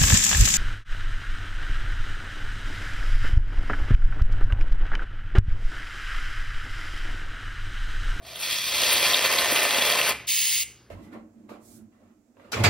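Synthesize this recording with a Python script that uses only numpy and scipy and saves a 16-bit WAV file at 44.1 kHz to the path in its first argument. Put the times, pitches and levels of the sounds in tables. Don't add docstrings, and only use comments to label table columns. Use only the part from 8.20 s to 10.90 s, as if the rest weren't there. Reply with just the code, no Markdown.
import sys
import numpy as np
from scipy import signal
from scipy.fft import rfft, irfft, next_fast_len
from scipy.io import wavfile
from scipy.ndimage import map_coordinates

SR = 44100
rng = np.random.default_rng(int(sys.argv[2]) if len(sys.argv) > 2 else 0)


def to_wav(s):
    ch = np.atleast_2d(s).T
    pcm = np.round(np.clip(ch, -1, 1) * 32767)
    wavfile.write(sys.argv[1], SR, pcm.astype(np.int16))


N = 119070
TIME = np.arange(N) / SR


def amp(db):
    return 10 ** (np.asarray(db) / 20)


def unit(x):
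    return x / np.sqrt(np.mean(x ** 2) + 1e-20)


def along(points, hz):
    freq_hz, value = np.transpose(points)
    return np.interp(np.log(hz + 1), np.log(freq_hz + 1), value)


def level(points):
    time_s, level_db = np.transpose(points)
    return amp(np.interp(TIME, time_s, level_db)) * (TIME > time_s[0]) * (TIME < time_s[-1])


def swells(rows):
    return sum(amp(db) * np.exp(-.5 * ((TIME - s) / width_s) ** 2) for s, width_s, db in rows)


def wobble(rate_hz):
    return map_coordinates(rng.standard_normal(4096), [TIME * rate_hz], mode="wrap")


def filtered(x, response):
    size = next_fast_len(N + SR // 2)
    return irfft(rfft(x, size) * response(np.fft.rfftfreq(size, 1 / SR)), size)[..., :N]


def coloured(x, colour):
    size = 8192
    hz = np.fft.rfftfreq(size, 1 / SR)
    low_cut = ((hz + 1) / np.hypot(hz + 1, 45)) ** 2
    cepstrum = irfft(np.log(amp(along(colour, hz)) * low_cut))
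    cepstrum[1:size // 2] *= 2
    cepstrum[size // 2 + 1:] = 0
    impulse = irfft(np.exp(rfft(cepstrum)))
    return unit(signal.fftconvolve(x, impulse)[:N])


def ringing(x, modes):
    return filtered(x, lambda hz: sum(
        amp(db) * 1j * hz * width / (pitch ** 2 - hz ** 2 + 1j * hz * width)
        for pitch, width, db in modes))


def bubbles(rate_hz, spread_db, rush):
    size = amp(spread_db * np.clip(rng.standard_normal(N), -2, 2))
    clicks = (rng.random(N) < rate_hz / SR) * size * rng.choice([-1, 1], N)
    return unit(clicks) + rush * rng.standard_normal(N)


def pops(rows, rise_cycles):
    track = np.zeros(N + SR)
    t = np.arange(SR // 8) / SR
    for start_s, peak_db, pitch_hz in rows:
        age = t * pitch_hz / rise_cycles
        envelope = amp(peak_db) * (age * np.exp(1 - age)) ** 2
        track[round(start_s * SR):][:len(t)] += envelope * np.sin(2 * np.pi * pitch_hz * t)
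    return track[:N]


def nozzle(x):
    # pitch_hz, width_hz, gain_db
    modes = [(2404, 27, 3), (3310, 57, 0.5), (3910, 90, -25), (4773, 81, 1), (5160, 93, -9), (5550, 54, 3),
             (6000, 93, -4)]
    return unit(x + ringing(x, modes))


def background():
    # freq_hz, gain_db
    floor_colour = [(20, -40), (40, -30), (65, 5.5), (100, -10), (190, -11.5), (400, -9.5), (650, -23),
                    (1500, -21), (5000, -35.5), (15000, -40)]
    # time_s, level_db
    rumble_envelope = [(0, -70), (.16, -61.5), (.55, -63), (.7, -59), (1.2, -60), (1.9, -58), (2.04, -55),
                       (2.09, -80)]
    # freq_hz, gain_db
    rumble_colour = [(20, -33), (45, -14), (65, 2), (125, 9.5), (200, 7), (500, -5.5), (3000, -48)]
    floor_db, hum_db, hum_hz = -57.5, -62.5, 119.6
    hum = amp(hum_db) * np.sqrt(2) * np.sin(2 * np.pi * hum_hz * TIME + .22 * wobble(5.8))
    rumble = level(rumble_envelope) * coloured(rng.standard_normal(N), rumble_colour)
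    floor = amp(floor_db) * coloured(rng.standard_normal(N), floor_colour)
    return floor + hum + rumble


def kitchen(x):
    # freq_hz, t60_s
    tail_t60 = [(150, 0.25), (1000, 0.38), (2300, 0.36), (4500, 0.65), (9000, 0.25), (15000, 0.37)]
    # freq_hz, level_db
    tail_level = [(150, -9.5), (1000, -9.5), (2300, -5.5), (4000, -19.5), (9000, -6), (15000, -19.5)]
    early_count, early_db, early_span_s = 14, -9, .012
    hz, t, noise = signal.stft(rng.standard_normal(SR // 2), SR, nperseg=256)
    decay = amp(-60 * t / along(tail_t60, hz)[:, None])
    energy = np.mean(decay ** 2, axis=1, keepdims=True) * SR / 2
    decay *= amp(along(tail_level, hz))[:, None] / np.sqrt(energy)
    tail = signal.istft(noise * decay, SR, nperseg=256)[1]
    impulse = np.pad(tail, (SR // 200, 0))
    lag, polarity = rng.random(size=(early_count, 2)).T
    taps = ((lag + .1) * early_span_s * SR).astype(int)
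    impulse[taps] += amp(early_db) * np.sign(polarity - .5) / np.sqrt(early_count)
    return signal.fftconvolve(x, impulse)[:N]


def ports(x):
    # freq_hz, lead_rad
    lead = [(30, 0), (900, -.2), (2000, 0), (2550, .5), (3300, 0), (3900, .1), (4450, .55), (5000, .1),
            (5700, .9), (6400, 2.3), (7300, 3.14), (8500, 4.1), (9800, 6.1), (10900, 6.4), (12200, 8.2),
            (13500, 9.4), (14800, 10.3), (16000, 12.4)]
    # freq_hz, coherence
    likeness = [(100, .99), (500, .97), (2000, .98), (3600, .99), (4500, .94), (6000, .82), (7000, .995),
                (7700, .995), (9000, .8), (10300, .97), (12000, .84), (13200, .99), (13900, .99),
                (15200, .68)]

    def mid_side_gains(hz):
        angle = np.arccos(np.clip(along(likeness, hz), 0, 1)) / 2
        return np.array([np.cos(angle), np.sin(angle)])

    scatter = rng.standard_normal(300)
    scattered = signal.fftconvolve(x, scatter / np.linalg.norm(scatter))[:N] * unit(wobble(150))
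    mid, side = filtered(np.array([x, scattered]), mid_side_gains)
    pair = np.array([mid + side, mid - side])
    return filtered(pair, lambda hz: np.exp(.5j * np.outer([1, -1], along(lead, hz))))


def tipping():
    # pitch_hz, width_hz, gain_db
    modes = [(672, 71, 4), (1095, 64, -5.5)]
    # time_s, level_db
    envelope = [(0, -56.5), (.11, -51), (.2, -54)]
    return level(envelope) * unit(ringing(rng.standard_normal(N), modes))


def fizz():
    # time_s, level_db
    envelope = [(1.9, -29), (1.98, -46), (2.06, -50), (2.075, -68)]
    # freq_hz, gain_db
    colour = [(300, -12), (1200, -8), (1800, -8.5), (2400, 2.5), (3000, -5), (5000, -16), (15000, -50)]
    return level(envelope) * coloured(bubbles(rate_hz=5300, spread_db=4, rush=.6), colour)


def plops():
    # start_s, peak_db, pitch_hz
    blobs = [(1.321, -25, 300), (1.324, -23, 560), (1.582, -29.5, 234), (1.62, -32, 250)]
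    return pops(blobs, rise_cycles=1.3)


def squeak():
    # time_s, level_db
    envelope = [(.04, -73), (.17, -58), (.22, -45), (.36, -37), (.46, -44.5), (.62, -39), (.95, -39),
                (1.1, -42), (1.45, -41), (1.68, -29), (1.8, -44), (1.91, -31.5), (1.94, -56)]
    # pitch_hz, width_hz, gain_db
    modes = [(3355, 43, 5), (2393, 28, -1.5)]
    whistle = unit(ringing(rng.standard_normal(N), modes))
    return level(envelope) * unit(amp(3 * wobble(90)) * whistle)


def surges():
    # centre_s, half_width_s, level_db
    breakthroughs = [(.162, 0.0045, -36), (.213, 0.014, -35.5), (.727, 0.012, -23), (.84, 0.056, -32),
                     (.95, 0.017, -31), (1.06, 0.0036, -26.5), (1.135, 0.0088, -34), (1.2, 0.022, -34),
                     (1.325, 0.011, -28.5), (1.365, 0.027, -32), (1.432, 0.004, -24), (1.688, .035, -29.5),
                     (1.884, 0.0082, -27)]
    # freq_hz, gain_db
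    colour = [(200, -9), (1500, -3), (2500, -14.5), (4500, -21.5), (6000, -47.5), (8500, 1), (10500, -1),
              (12800, 5), (15600, -5.5)]
    sizzle = amp(.89 * wobble(290)) * bubbles(rate_hz=2300, spread_db=12, rush=1)
    return swells(breakthroughs) * coloured(sizzle, colour)


def spurts():
    # centre_s, half_width_s, level_db
    gobs = [(.708, .012, -25), (.842, .011, -27), (1.046, .008, -26), (1.131, .006, -26), (1.19, .005, -26),
            (1.367, .007, -24), (1.584, .004, -29), (1.627, .007, -27), (1.88, .012, -29)]
    # freq_hz, gain_db
    colour = [(300, -21.5), (1500, -5), (2400, 4), (3300, -0.5), (4600, -5), (6000, -11.5), (15600, -21)]
    splutter = coloured(bubbles(rate_hz=1600, spread_db=.5, rush=.79), colour)
    return swells(gobs) * nozzle(splutter)


def spits():
    # start_s, peak_db, pitch_hz
    pockets = [(.1585, -24, 3330), (.635, -12, 3260), (.9015, -15, 4050), (.9342, -8, 3500),
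               (.9436, -7, 3740), (.946, -10, 3500), (.954, -14, 4220), (.9728, -11, 4100),
               (1.0345, -15, 3300), (1.0594, -14, 4050), (1.1335, -16, 4600), (1.136, -15, 2300),
               (1.1852, -11, 4160), (1.1888, -10, 4100), (1.3608, -12.5, 2800), (1.389, -14, 2630),
               (1.4465, -16, 2450), (1.5083, -12.5, 3490), (1.6215, -15, 3000), (1.6755, -14, 3360),
               (1.7228, -12.5, 3360), (1.7243, -11.5, 3360), (1.787, -15, 2700), (1.8144, -10.5, 2900),
               (2.192, -19, 2930)]
    return pops(pockets, rise_cycles=2)


def gas():
    # time_s, level_db
    envelope = [(.02, -57), (.07, -45), (.17, -43), (.23, -28.5), (.37, -27), (.44, -29), (.6, -24.5),
                (.73, -24), (.95, -32.5), (1.02, -52), (1.2, -32.5), (1.5, -37), (1.91, -53), (1.94, -58)]
    # freq_hz, gain_db
    colour = [(100, -14), (380, -19), (580, -15), (870, -18), (1040, -12), (1310, -12), (1470, -17),
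              (1660, -11), (2000, -7), (2220, -8), (2400, -3), (2700, -4), (2950, -8), (3450, -1),
              (3900, -5), (4400, -2), (4950, -10), (5900, -11), (6500, -9), (7580, -14), (8520, -8),
              (9580, -15), (10160, -16), (12840, -9), (15600, -15)]
    flutter = amp(.7 * wobble(25) + 1.2 * wobble(220))
    hiss = coloured(flutter * bubbles(rate_hz=2500, spread_db=4, rush=.91), colour)
    return level(envelope) * nozzle(hiss)


def jet():
    # freq_hz, gain_db
    colour = [(300, -28), (450, -26), (520, -30), (820, -30), (1080, -25), (1300, -29), (1560, -25),
              (1710, -15), (1870, -16), (2150, -4.5), (2460, -8), (2960, -1), (3240, -6), (3390, -4.5),
              (4270, -6), (4470, -4), (5120, -4), (5610, -12), (6440, 0), (8100, -9), (8470, -3),
              (9290, -12), (10650, -9), (12790, -14), (13390, -8), (15600, -3)]
    on_s, off_s, attack_s, release_s = 2.069, 2.433, .021, .002
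    jet_db, sag_db, sag_s = -20.3, 4.5, .035
    snap_db, snap_decay_s = -41, .005
    opening = np.clip((TIME - on_s) / attack_s, 0, 1)
    closing = np.exp(-np.maximum(TIME - off_s, 0) / release_s)
    flow_db = jet_db - sag_db * np.exp(np.minimum(TIME - off_s, 0) / sag_s)
    snap = amp(snap_db) * (TIME > on_s) * np.exp(-np.abs(TIME - on_s) / snap_decay_s)
    hiss = amp(.8 * wobble(230)) * bubbles(rate_hz=3000, spread_db=3, rush=1.6)
    return (snap + opening * closing * amp(flow_db)) * coloured(hiss, colour)


def foam():
    # time_s, level_db
    envelope = [(.05, -52), (.28, -37.5), (.44, -67), (.5, -36.5), (.62, -27), (.73, -26), (.9, -23.5),
                (1.0, -25), (1.06, -23.5), (1.35, -23), (1.5, -22.5), (1.78, -23.5), (1.91, -21),
                (1.945, -48.5), (2.05, -66)]
    # freq_hz, gain_db
    colour = [(60, -20), (110, -16), (170, -16), (260, -9), (320, -10), (560, -2.5), (760, -3), (920, -6),
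              (1020, -3), (1320, -3.5), (1460, -10), (1540, -5.5), (2070, -2.5), (2210, -4), (2400, -2),
              (2850, -1), (3050, -4), (3280, -1.5), (3650, -5), (4350, -2), (4900, -8), (5900, -12),
              (6400, -7), (7520, -11), (8020, -9), (10370, -15), (12590, -9), (15600, -16)]
    # pitch_hz, width_hz, gain_db
    modes = [(1035, 30, -9), (1797, 20, -1), (2024, 9, 2), (2157, 8, -4), (2545, 12, -8), (2651, 12, -7),
             (588, 59, -13), (433, 27, -4), (3741, 20, -7)]
    buried_s, dull_hz, dull_swing_db = 1, 4370, -4.5
    clumps = amp(.8 * wobble(70) + 1.7 * wobble(280))
    crackle = nozzle(coloured(clumps * bubbles(rate_hz=3000, spread_db=3.5, rush=.56), colour))
    band = filtered(crackle, lambda hz: np.exp(-(np.log((hz + 1) / dull_hz) / .47) ** 2))
    band_db = dull_swing_db * np.tanh((TIME - buried_s) / .19) / 2
    outflow = level(envelope) * (crackle + (amp(band_db) - 1) * band)
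    return outflow + ringing(outflow, modes)


def scene():
    can = tipping() + gas() + squeak() + foam() + spurts() + surges() + fizz() + jet() + spits() + plops()
    return ports(can + kitchen(can) + background())


def record(dry):
    top_hz, edge_hz = 15760, 70
    return filtered(dry, lambda hz: (1 - np.tanh((hz - top_hz) / edge_hz)) / 2)


dry = scene()
out = record(dry)
to_wav(out)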